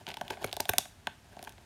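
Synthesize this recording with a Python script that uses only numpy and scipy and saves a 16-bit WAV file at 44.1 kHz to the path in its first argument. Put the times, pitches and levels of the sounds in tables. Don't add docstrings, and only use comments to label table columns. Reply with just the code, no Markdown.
import sys
import numpy as np
from scipy import signal
from scipy.fft import rfft, irfft
from scipy.io import wavfile

SR = 44100
rng = np.random.default_rng(int(sys.argv[2]) if len(sys.argv) > 2 else 0)


def digitize_waveform(pressure):
    field = np.atleast_2d(pressure).T
    bounded = np.clip(field, -1, 1)
    quanta = np.round(bounded * 32767).astype(np.int16)
    wavfile.write(sys.argv[1], SR, quanta)


N = 72765
T = np.arange(N) / SR
AGE = T[:SR // 8]


def from_db(db):
    return 10 ** (np.asarray(db) / 20)


def rms_one(x):
    return x / np.sqrt(np.mean(x ** 2) + 1e-20)


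def unit_hit(x):
    return x / np.sqrt(np.sum(x ** 2) / (.01 * SR) + 1e-20)


def dying(t60, t=AGE):
    return np.exp(-np.log(1000) * t / t60)


def mode(hz, t60, rise_s=.00055):
    return unit_hit(np.sin(2 * np.pi * hz * AGE) * dying(t60) * (1 - np.exp(-AGE / rise_s)))


def resonate(x, hz, width_hz):
    r = np.exp(-np.pi * width_hz / SR)
    feedback = [1, -2 * r * np.cos(2 * np.pi * hz / SR), r * r]
    return signal.lfilter(np.array([1, 0, -1]) * (1 - r * r) / 2, feedback, x + 1e-18)


def coloured(points):
    hz, db = np.transpose(points)
    f = np.maximum(np.arange(N // 2 + 1) * SR / N, 1)
    gain = from_db(np.interp(np.log(f), np.log(hz), db))
    return rms_one(irfft(rfft(rng.standard_normal(N)) * gain, N))


def add(out, s, x):
    i = max(int(s * SR), 0)
    out[i:i + len(x)] += x[:N - i]


def room_tone():
    # f/Hz, relative level/dB
    noise_floor = [(20, -25), (40, -3.5), (60, -3), (100, -3), (160, -8), (250, -12), (450, -20.5),
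                   (800, -22.5), (1500, -21.5), (4000, -26.5), (9300, -32), (13500, -38), (16000, -50)]
    hum = rms_one(np.sin(2 * np.pi * 100.6 * T))
    return from_db(-58) * coloured(noise_floor) + from_db(-65.5) * hum


def slab_thud(centre_hz):
    # f/Hz, relative level/dB, t60/s
    slab_modes = [(149.5, -4.5, 0.083), (229, -2, 0.034), (380, -0.5, 0.023), (426, -0.5, 0.033),
                  (547, -5, 0.024)]
    fall_db_per_octave = 8.5
    thud = 0
    for k, (hz, db, t60) in enumerate(slab_modes):
        gain = from_db(db - fall_db_per_octave * abs(np.log2(hz / centre_hz)))
        thud += (-1) ** k * gain * mode(hz, t60)
    return unit_hit(thud)


def bark_ring(spot_db, tilt_db):
    # f/Hz, relative level/dB, t60/s, share of the spot shift
    bark_modes = [(592, -9.5, 0.047, -0.32), (712, -2.5, 0.042, -0.58), (791, -3.5, 0.025, -.1),
                  (868, -0.5, .026, 1), (981, -5.5, 0.014, 0.82), (1120, -12, 0.041, 0.2),
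                  (1543, -3, 0.017, 0.12), (1747, -8.5, 0.01, 0.022), (2206, -21.5, .022, -.2),
                  (2470, -16, 0.021, 0.81), (3254, -19.5, 0.011, 0.38)]
    tilt_from_hz = bark_modes[2][0]
    ring = 0
    for k, (hz, db, t60, share) in enumerate(bark_modes):
        octaves_up = max(np.log2(hz / tilt_from_hz), 0)
        ring += (-1) ** k * from_db(db + share * spot_db + tilt_db * octaves_up) * mode(hz, t60)
    return ring


def shell(x, centre_hz):
    # f/Hz, width/Hz, relative level/dB
    resonances = [(4200, 500, 0.5), (5380, 690, -2), (6360, 690, 2), (7300, 900, -3.5), (8680, 1340, -0.5),
                  (9880, 2000, -3.5), (10880, 560, 0.5), (11400, 1300, -2), (13030, 1340, -2.5),
                  (15000, 1400, -5.5)]
    fall_db_per_octave = 7
    out = 0
    for k, (hz, width, db) in enumerate(resonances):
        gain = from_db(db - fall_db_per_octave * abs(np.log2(hz / centre_hz)))
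        out += (-1) ** k * gain * resonate(x, hz, width)
    return out


def catching(spread_db=3, swells_per_s=52):
    knots = rng.standard_normal(N // 40)
    return spread_db * np.interp(T * swells_per_s, np.arange(len(knots)), knots)


def scratching():
    # t/s, relative level/dB
    effort = [(0, 1), (.05, -20), (.085, 6), (.125, 2.5), (.18, -5), (.265, -5), (.33, 1.5), (.36, -6),
              (.40, 0.5), (.45, 7.5), (.51, -2.5), (.66, -9.5), (.77, -7), (.9, -17.5), (1.26, -17),
              (1.31, -8), (1.45, -4.5), (1.5, -4.5), (1.55, -14.5), (1.65, -14.5)]
    grains_per_s, spread_db = 900, 2
    claw_hz, claw_width_hz = 2690, 2400
    sizes = from_db(spread_db * np.minimum(rng.exponential(1, N), 4)) * rng.choice([-1, 1], N)
    grains = sizes * (rng.random(N) < grains_per_s / SR)
    thud = signal.fftconvolve(grains, slab_thud(centre_hz=368))[:N]
    ring = signal.fftconvolve(grains, bark_ring(spot_db=0, tilt_db=-3.5))[:N]
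    claw = resonate(resonate(grains, claw_hz, claw_width_hz), claw_hz, claw_width_hz)
    crackle = shell(grains, centre_hz=8000)
    scrape = (from_db(-57.5) * rms_one(thud) + from_db(-53.5) * rms_one(ring)
              + from_db(-62.5) * rms_one(claw) + from_db(-66) * rms_one(crackle))
    return scrape * from_db(np.interp(T, *np.transpose(effort)) + catching())


def tick(hz):
    crumbs = rng.standard_normal(len(AGE)) * dying(t60=.013)
    grit = resonate(resonate(crumbs, hz, width_hz=hz), hz, width_hz=hz)
    return unit_hit(mode(hz, t60=.0017, rise_s=.00015) + .57 * unit_hit(grit))


def crack(centre_hz, t60):
    breaks = .96 * rng.laplace(0, .5, len(AGE)) * dying(t60)
    breaks[0] += 2
    return unit_hit(shell(breaks, centre_hz))


def ticks_and_cracks():
    # t/s, tick level/dB, tick f/Hz, crack level/dB, crack f/Hz
    hits = [ (.0675, -42, 2920, -73, 5000), (.0802, -48, 3150, -70, 5000),
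            (0.0876, -44.5, 2960, -54, 10900), (0.0904, -49, 2960, -57, 8800),
            (.0956, -50.5, 2960, -75, 7000), (0.1032, -43, 2660, -73, 7000),
            (.1157, -46.5, 2970, -72, 8000), (.1186, -57, 3000, -76, 7000), (.1405, -53, 3060, -67, 7000),
            (0.142, -44, 3060, -53.5, 7800), (.1853, -61, 3160, -70, 8000),
            (.2803, -45.5, 2960, -57.5, 9100), (.3024, -43, 3060, -66, 7000), (.3197, -55, 2700, -82, 6950),
            (.3326, -52, 2300, -78, 7000), (.3386, -51, 2600, -81, 7000), (.4240, -56, 3080, -73, 10000),
            (0.4286, -51, 3670, -61, 11000), (.4371, -61, 3400, -63, 13000),
            (.4453, -38, 1900, -42.5, 11000), (0.4637, -68, 3000, -53.5, 11000),
            (0.4754, -50.5, 3360, -67.5, 8000), (0.494, -53.5, 3480, -68, 8000),
            (0.5141, -52, 3520, -63, 9000), (0.5405, -55, 3600, -57, 10000),
            (0.6046, -34, 4900, -34, 12200), (0.685, -60, 3460, -53, 12000),
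            (0.694, -30, 3100, -27.5, 14200), (0.7839, -33, 4760, -31, 9000),
            (1.4402, -59, 3620, -54, 9000), (1.4483, -58, 3600, -57.5, 9200),
            (1.4772, -53, 2380, -64, 7000), (1.4933, -54.5, 3270, -55.5, 9000),
            (1.523, -61.5, 3300, -65.5, 8900)]
    out = np.zeros(N)
    ring = from_db(-10.5) * bark_ring(spot_db=-4.5, tilt_db=-4.5)
    for s, tick_db, tick_hz, crack_db, crack_hz in hits:
        add(out, s, from_db(tick_db) * (tick(tick_hz) + ring))
        add(out, s, from_db(crack_db) * crack(crack_hz, t60=.0099))
    return out


def claw_snaps():
    # t/s, thud level/dB, thud f/Hz, ring level/dB, spot shift/dB, tilt/(dB per octave),
    # tick level/dB, tick f/Hz, crack level/dB, crack f/Hz, crack t60/s
    snaps = [ (0.0774, -45.5, 260, -58.5, 12, 6.5, -87, 3120, -78, 7000, .004),
             (0.1702, -54, 300, -49.5, 9.5, -3, -43.5, 2960, -54, 7000, .004),
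             (0.2121, -46, 206, -34, -3, -5, -44.5, 3000, -51, 6450, 0.018),
             (0.305, -39, 404, -42, 6.5, 2, -41.5, 2500, -45.5, 5500, 0.018),
             (.3718, -70, 400, -47, -6, -7, -53.5, 2170, -77, 7000, .005),
             (0.443, -32.5, 520, -42.5, -10, 9, -38.5, 2000, -44, 11000, .012),
             (0.5285, -50, 440, -41.5, -4, -13, -36, 3500, -43.5, 9100, 0.0052),
             (0.5671, -46.5, 386, -38, -1.5, -14, -41, 3530, -43.5, 12000, .003),
             (0.5997, -39.5, 410, -39, 2.5, -2, -55, 2900, -54, 7000, 0.0074),
             (.6030, -42, 343, -38, 4, -12.5, -37.5, 2870, -40.5, 9000, 0.0021),
             (.6547, -67, 330, -47.5, -11, -3, -44, 3400, -52.5, 9000, .004),
             (0.6914, -33, 470, -35.5, 2, 6.5, -43.5, 2420, -38, 13200, 0.0037),
             (0.7353, -46.5, 200, -39, -14, 2.5, -39, 2160, -42, 10000, 0.0045),
             (0.783, -42, 264, -34, -7, -3.5, -26.5, 3530, -23, 9280, 0.0018),
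             (.8550, -67, 250, -51, -6, -0.5, -53.5, 2930, -65, 6000, 0.011),
             (1.071, -45, 248, -36, 0.5, 3.5, -35.5, 2560, -46.5, 5370, 0.0072),
             (1.3674, -51, 248, -45.5, -3.5, -15, -61, 3000, -67, 8000, .004),
             (1.3922, -53.5, 350, -53, -11, -7, -52.5, 2560, -63.5, 9000, 0.005),
             (1.4273, -54.5, 325, -54, -16, 0.5, -52.5, 3540, -51, 10200, 0.0098),
             (1.4729, -53.5, 260, -49, 5, 4, -65, 2460, -62, 7000, 0.0087),
             (1.5810, -62.5, 303, -59, -3, -2.5, -59.5, 2600, -83, 7000, 0.0031)]
    # t/s, level/dB
    rocks = [(.215, -79), (0.307, -49.5), (0.448, -44), (.605, -46.5), (.699, -38)]
    out = np.zeros(N)
    for (s, thud_db, thud_hz, ring_db, spot_db, tilt_db,
         tick_db, tick_hz, crack_db, crack_hz, crack_t60) in snaps:
        add(out, s, from_db(thud_db) * slab_thud(thud_hz))
        add(out, s, from_db(ring_db) * bark_ring(spot_db, tilt_db))
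        add(out, s, from_db(tick_db) * tick(tick_hz))
        add(out, s, from_db(crack_db) * crack(crack_hz, crack_t60))
    for s, db in rocks:
        add(out, s, from_db(db) * mode(hz=97, t60=.074))
    return out


def bark_hollows(x):
    # f/Hz, width/Hz, level at the centre/dB
    hollows = [(298, 43, -6), (505, 37, -6), (1314, 140, -1), (1860, 50, -3.5)]
    for hz, width, db in hollows:
        x = x - (1 - from_db(db)) * resonate(x, hz, width)
    return x


def room_tail(x):
    # f/Hz, relative level/dB
    colour = [(100, 7), (400, -2), (900, -1.5), (2400, 2), (5000, 1), (9000, 2), (16000, -9)]
    t60, delay_s, rise_s = .31, .0014, .0013
    onset = 1 - np.exp(-np.maximum(T - delay_s, 0) / rise_s)
    tail = coloured(colour) * dying(t60, T) * onset
    tail /= np.sqrt(np.sum(tail ** 2))
    return from_db(-17) * signal.fftconvolve(x, tail)[:N]


def scene():
    beetle = bark_hollows(claw_snaps() + ticks_and_cracks() + scratching())
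    return (beetle + room_tail(beetle) + room_tone())[None]


def record(dry):
    low_cut_hz, high_cut_hz = 34, 16300
    x = signal.sosfilt(signal.butter(2, low_cut_hz, "high", fs=SR, output="sos"), dry)
    return signal.sosfilt(signal.ellip(10, .2, 70, high_cut_hz, fs=SR, output="sos"), x)


dry = scene()
out = record(dry)
digitize_waveform(out)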